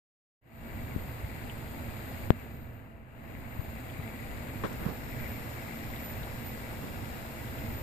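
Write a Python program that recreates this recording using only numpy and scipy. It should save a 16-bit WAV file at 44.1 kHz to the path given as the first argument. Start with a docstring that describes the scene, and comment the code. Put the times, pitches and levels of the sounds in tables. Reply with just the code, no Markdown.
"""A backyard with pool, deck and hedges in wet snow, over the rumble and hum of distant machines.
Flakes patter and splash as tiny damped ticks in a noise wash, ice grains fizz, a few near drops land.
The sound fades in and sinks for a second in the middle. Two drops pop on the left microphone,
a hand bumps and rubs the camera, and a thin electronic whine comes and goes."""
import sys
import numpy as np
from scipy import signal
from scipy.fft import rfft, irfft
from scipy.io import wavfile

SR = 44100
rng = np.random.default_rng(int(sys.argv[2]) if len(sys.argv) > 2 else 0)


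def digitize_waveform(pressure):
    """Quantize a signal to 16-bit integers and store it at the path in sys.argv[1].

    Rows of a 2-D input are taken as channels; values are limited to [-1, 1].
    """
    field = np.atleast_2d(pressure).T
    bounded = np.clip(field, -1, 1)
    quanta = np.round(bounded * 32767).astype(np.int16)
    wavfile.write(sys.argv[1], SR, quanta)


N = 344862
T = np.arange(N) / SR

# treble contour that the steady layers follow: t/s, level/dB
HUSH_CONTOUR = np.vstack([[(0.45, -70.5)], [(0.8, -61.5), (2.27, -58.5), (2.28, -62)], [(2.33, -67),
                (2.39, -64.5), (3.04, -80.5), (3.3, -67), (3.74, -61.5), (3.94, -61), (4.33, -59.5),
                (4.6, -59)], [(5.0, -59), (5.3, -57.5), (7.7, -57.5)]])
# distant rumble, relative spectrum: f/Hz, left/dB, right/dB
RUMBLE_SPECTRUM = [(10, -20, 0), (33.6, -4.5, -24), (63, 0.5, -3), (95, -7, 1.5), (119, -3, 0),
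                   (163.6, -9.5, -8.5), (197, -13, -10), (230, -5.5, -3), (273, -9.5, -9.5),
                   (371, -18.5, -18.5), (590, -51, -17), (1500, -100, -86)]
# motor tones: f/Hz, level/dB, waver/Hz
HUM_TONES = [(118.3, -52.5, 3.96), (225, -58, 4.17), (341, -63.5, 5.11), (660, -62, 7.96),
             (1997, -67.5, 18), (2280, -69.5, 11.9), (3910, -75.5, 1.65)]
# electronic whine, before hush and pan: t/s, level/dB
WHINE_CONTOUR = [(1.1, -62), (1.38, -75), (2.0, -67), (2.7, -58), (3.05, -68), (3.68, -59), (3.92, -79),
                 (4.5, -72), (4.85, -63), (5.32, -60), (5.45, -70), (5.85, -67), (6.07, -55), (6.35, -74),
                 (6.48, -53.5), (6.65, -74), (7.2, -72), (7.7, -59)]
# soft camera bumps: t/s, left/dB, right/dB, f/Hz
CAMERA_BUMPS = [(1.245, -30, -29.5, 75), (3.596, -21, -50, 102), (3.997, -26, -35, 121),
                (4.56, -33, -31, 215), (4.655, -24, -46, 517), (4.866, -30, -19, 179),
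                (6.843, -32, -31, 172), (6.971, -39, -33, 80), (7.69, -30, -26.5, 100)]
# rubbed camera shell, relative spectrum: f/Hz, left/dB, right/dB
SHELL_SPECTRUM = [(59, -29, 5), (195, -6, 10.5), (492, 0.5, -1), (690, -19, -5.5), (1030, -7, -4.5),
                  (1640, -7.5, -13.5), (2300, -23, -28), (3520, -23, -25), (5040, -37, -27),
                  (8000, -55, -35), (12500, -60, -50)]
# finger strokes on the shell: t/s, level/dB, rise/s, hold/s, decay/s, left minus right/dB
FINGER_STROKES = [(4.636, -31, 0.0014, 0.016, 0.016, 8), (4.7, -44, 0.0085, 0.019, 0.027, 0),
                  (4.786, -44.5, 0.024, 0.024, 0.028, 6.5), (4.839, -40, 0.02, 0.042, 0.027, -3.5),
                  (6.8, -47.5, .03, 0.058, .03, 0)]
# drops on the left microphone: t/s, step level/dB, rise/s
PORT_DROPS = [(0.962, -9, 0.0019), (2.3048, 3, 0.00034)]
# icy fizz as each port colours it, relative spectrum: f/Hz, left/dB, right/dB
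FIZZ_SPECTRUM = [(1500, -39, -18), (3240, 2, 2), (3930, 3, -1.5), (5500, -5, 0.5), (5920, -36, -11),
                 (6650, 0.5, -0.5), (6960, 3, -4), (9060, 0.5, -9.5), (9300, -5.5, -29), (10650, -0.5, -11),
                 (10980, -19, -5), (12180, 3, 7.5), (14200, -4.5, 7.5), (14600, -3.5, -0.5)]
# fine splashes, before gain and hush: t/s, level/dB
FLURRY_CONTOUR = [(0.6, -57), (2.25, -58), (3.1, -63), (3.35, -52), (3.6, -57.5), (3.95, -53),
                  (4.95, -57.5), (5.27, -49.5), (5.45, -57.5), (5.8, -52.5), (6.5, -58), (6.65, -53.5),
                  (6.9, -62), (7.7, -58.5)]
# single near drops: t/s, level/dB, f/Hz
NEAR_DRIPS = [(1.497, -41, 2830), (3.897, -46, 2900), (4.728, -54, 7200), (5.96, -46, 3310),
              (6.23, -47, 3650), (7.476, -48, 3300), (7.583, -45, 2940)]
# wet flakes on leaves and water, relative spectrum: f/Hz, left/dB, right/dB
PATTER_SPECTRUM = [(100, -32, -20), (283, -6, -5), (495, 2, 1.5), (696, 0.5, -7), (900, -4, -4.5),
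                   (1120, -6, -10.5), (1640, -2, -6.5), (2120, -3.5, -25), (2720, -8, -8.5),
                   (2665, -2.5, -4.5), (3090, -15, -33), (4500, -38, -43), (9000, -80, -70)]


def amp(db):
    """Decibels to gain."""
    return 10 ** (np.asarray(db) / 20)


def unit_rms(x):
    """Scales to rms 1."""
    return x / np.sqrt(np.mean(x ** 2) + 1e-20)


def add(mix, start_s, sound):
    """Mixes a stereo sound in at start_s."""
    part = mix[:, round(start_s * SR):][:, :sound.shape[1]]
    part += sound[:, :part.shape[1]]


def drift(rate_hz):
    """Random wander below about rate_hz, rms 1."""
    rolloff = 1 + (np.fft.rfftfreq(N, 1 / SR) / rate_hz) ** 4
    return unit_rms(irfft(rfft(rng.standard_normal(N)) / rolloff, N))


def noise_pair(shared, lag_samples=0):
    """Stereo white noise; a share of the power is common and lags on the right."""
    common = rng.standard_normal(N)
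    coherent = np.array([common, np.roll(common, lag_samples)])
    return np.sqrt(shared) * coherent + np.sqrt(1 - shared) * rng.standard_normal((2, N))


def coloured(x, spectrum):
    """Gives each channel its spectrum; mid signal at rms 1."""
    hz, *sides_db = np.transpose(spectrum)
    log_hz = np.log(np.fft.rfftfreq(N, 1 / SR) + 1)
    gains = amp([np.interp(log_hz, np.log(hz), side_db) for side_db in sides_db])
    out = irfft(rfft(x) * gains, N)
    return out / out.mean(0).std()


def hush(follow, full_db=-57.5):
    """Gain that follows a share of the treble contour's dips below full_db."""
    return amp(follow * (np.interp(T, *np.transpose(HUSH_CONTOUR)) - full_db))


def rumble(gain_db=-41.0, lumpy_db=0.98):
    """Far traffic and light wind, nearly alike at both microphones."""
    roar = coloured(noise_pair(shared=0.86, lag_samples=17), RUMBLE_SPECTRUM)
    return amp(gain_db + lumpy_db * drift(3.0)) * hush(follow=0.43) * roar


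def hum(waver_db=2.5, balance_db=2.0):
    """Wavering tones of a distant motor; higher ones sink deeper with the hush."""
    tones = np.zeros(N)
    for hz, db, waver_hz in HUM_TONES:
        follow = np.interp(hz, [HUM_TONES[0][0], HUM_TONES[-1][0]], [0.38, 0.75])
        turns = np.cumsum(hz + waver_hz * drift(7.99)) / SR
        tones += amp(db + waver_db * drift(5.3)) * np.sin(2 * np.pi * turns) * hush(follow)
    return np.sqrt(2) * tones * amp([[-balance_db], [balance_db]])


def whine(hz=13921, wander_hz=5, flutter_db=2.3, left_db=-5, right_db=7):
    """Thin fluttering tone of the electronics, mostly right."""
    turns = np.cumsum(hz + wander_hz * drift(3.5)) / SR
    level_db = np.interp(T, *np.transpose(WHINE_CONTOUR)) + flutter_db * drift(19)
    tone = np.sqrt(2) * np.sin(2 * np.pi * turns)
    return amp(level_db) * hush(follow=1) * tone * amp([[left_db], [right_db]])


def bump(peak_s, left_db, right_db, hz, width_cycles=0.68):
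    """Dull push on the camera, no ring. Returns start time and sound."""
    t = np.arange(-2048, 2048) / SR
    push = -np.cos(2 * np.pi * hz * t) * np.exp(-(t * hz / width_cycles) ** 2)
    return peak_s + t[0], amp([[left_db], [right_db]]) * push


def scuffs(rough_db=0.5):
    """Skin slips unevenly on the camera shell."""
    rub = coloured(noise_pair(shared=0.12) * amp(rough_db * drift(170)), SHELL_SPECTRUM)
    strokes = np.zeros((2, N))
    for start_s, db, rise_s, hold_s, decay_s, pan_db in FINGER_STROKES:
        attack = np.clip((T - start_s) / rise_s, 0, 1)
        release = np.exp(-np.maximum(T - start_s - rise_s - hold_s, 0) / decay_s)
        strokes += amp([[db + pan_db / 2], [db - pan_db / 2]]) * attack * release
    return rub * strokes


def brush(peak_s=4.835, width_s=0.047, db=-51, resonance_hz=(11800, 14400)):
    """A fingertip brushes the right port, which hisses at its resonance."""
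    hiss = signal.lfilter(*signal.butter(2, resonance_hz, "band", fs=SR), rng.standard_normal(N))
    touch = np.exp(-((T - peak_s) / width_s) ** 2)
    return np.array([np.zeros(N), amp(db) * unit_rms(hiss) * touch])


def pop(step_db, rise_s, bass_cut_hz=101, ring_hz=12800, ring_s=0.00007):
    """A drop seals the left port: a pressure step, high-passed to a spike and undershoot."""
    t = np.arange(2048) / SR
    step = (1 - np.cos(np.pi * np.minimum(t / rise_s, 1))) / 2
    spike = signal.lfilter(*signal.butter(2, bass_cut_hz, "high", fs=SR), step)
    ring_gain = 0.65 * np.diff(step).max()  # a faster drop rings the port harder
    ring = ring_gain * np.cos(2 * np.pi * ring_hz * t) * np.exp(-t / ring_s)
    return amp(step_db) * np.array([spike + ring, np.zeros_like(spike)])


def impacts(per_s, spread_db, band_hz, decay_cycles, patches=32):
    """Tiny damped ticks; each patch of ground has its own pitch and direction."""
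    out, t = np.zeros((2, N)), np.arange(512) / SR
    for hz in rng.permutation(np.geomspace(*band_hz, patches)):
        sizes = amp(spread_db * np.minimum(rng.exponential(1, N), 4.5)) * rng.choice([-1, 1], N)
        hits = sizes * (rng.random(N) < per_s / patches / SR)
        tick = np.sqrt(hz) * np.sin(2 * np.pi * hz * t) * np.exp(-t * hz / decay_cycles)
        ticks = signal.oaconvolve(hits, tick)[:N]
        lag_samples = rng.integers(-18, 19)
        out += [ticks, np.roll(ticks, lag_samples)]
    return unit_rms(out)


def finger_shade(x, notch_hz=5700, width_hz=520, depth_db=-9, shift_s=4.6, crossfade_s=0.1):
    """A finger beside the ports notches the treble until the grip shifts."""
    hz = np.fft.rfftfreq(N, 1 / SR)
    notch = amp(depth_db * np.exp(-((hz - notch_hz) / width_hz) ** 2))
    hollow = irfft(rfft(x) * notch, N)
    uncovered = np.clip((T - shift_s) / crossfade_s + 0.5, 0, 1)
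    return hollow + (x - hollow) * uncovered


def fizz(gain_db=-54.0, grain_db=-8):
    """Ice grains tick on the deck within a smooth hiss."""
    ticks = impacts(per_s=2000, spread_db=3.0, band_hz=(3100, 10100), decay_cycles=1.2)
    hiss = coloured(noise_pair(shared=0.03) + amp(grain_db) * ticks, FIZZ_SPECTRUM)
    return amp(gain_db) * hush(follow=1.05) * finger_shade(hiss)


def flurry(gain_db=-1, band_hz=(1900, 2420), right_db=-14, flutter_db=1.8):
    """Fine narrow-band splashes on the left; they swell, sink and flutter."""
    ticks = impacts(per_s=400, spread_db=1.5, band_hz=(1815, 2500), decay_cycles=2.0, patches=8)
    splashes = noise_pair(shared=0.12) + 0.5 * ticks
    band = signal.lfilter(*signal.butter(2, band_hz, "band", fs=SR), splashes) * amp([[0], [right_db]])
    level_db = gain_db + np.interp(T, *np.transpose(FLURRY_CONTOUR)) + flutter_db * drift(22)
    return amp(level_db) * hush(follow=0.69) * band / band.mean(0).std()


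def drip(db, hz, edge_ratio=1.19, decay_s=0.006):
    """A near drop splashes: a short noise burst around one pitch."""
    t = np.arange(2048) / SR
    bandpass = signal.butter(4, [hz / edge_ratio, hz * edge_ratio], "band", fs=SR)
    splash = unit_rms(signal.lfilter(*bandpass, rng.standard_normal((2, len(t)))))
    return amp(db) * splash * np.exp(-t / decay_s)


def patter(gain_db=-48.5, grain_db=-7, swell_db=0.42):
    """Near flakes tap the leaves, mostly left; far ones merge into a wash."""
    taps = impacts(per_s=2000, spread_db=0.0, band_hz=(715, 3220), decay_cycles=1.26)
    wash = noise_pair(shared=0.59, lag_samples=18)
    flakes = coloured(wash + amp(grain_db) * taps, PATTER_SPECTRUM)
    return amp(gain_db + swell_db * drift(4.5)) * hush(follow=0.57) * flakes


def scene():
    """Machines, camera noises and snow, summed in stereo."""
    mix = rumble() + hum() + whine() + scuffs() + brush() + fizz() + flurry() + patter()
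    for row in CAMERA_BUMPS:
        add(mix, *bump(*row))
    for start_s, step_db, rise_s in PORT_DROPS:
        add(mix, start_s, pop(step_db, rise_s))
    for start_s, db, hz in NEAR_DRIPS:
        add(mix, start_s, drip(db, hz))
    return mix


def record(dry, start_s=0.41, fade_s=0.24, ceiling=0.97, cutoff_hz=14600):
    """Input stage: silence, fade-in, hard limit, steep low-pass."""
    faded = dry * np.clip((T - start_s) / fade_s, 0, 1)
    limited = np.clip(faded, -ceiling, ceiling)
    lowpass = signal.firwin(1023, cutoff_hz, window=("kaiser", 9), fs=SR)
    return signal.oaconvolve(limited, lowpass[None], "same")


dry = scene()
out = record(dry)
digitize_waveform(out)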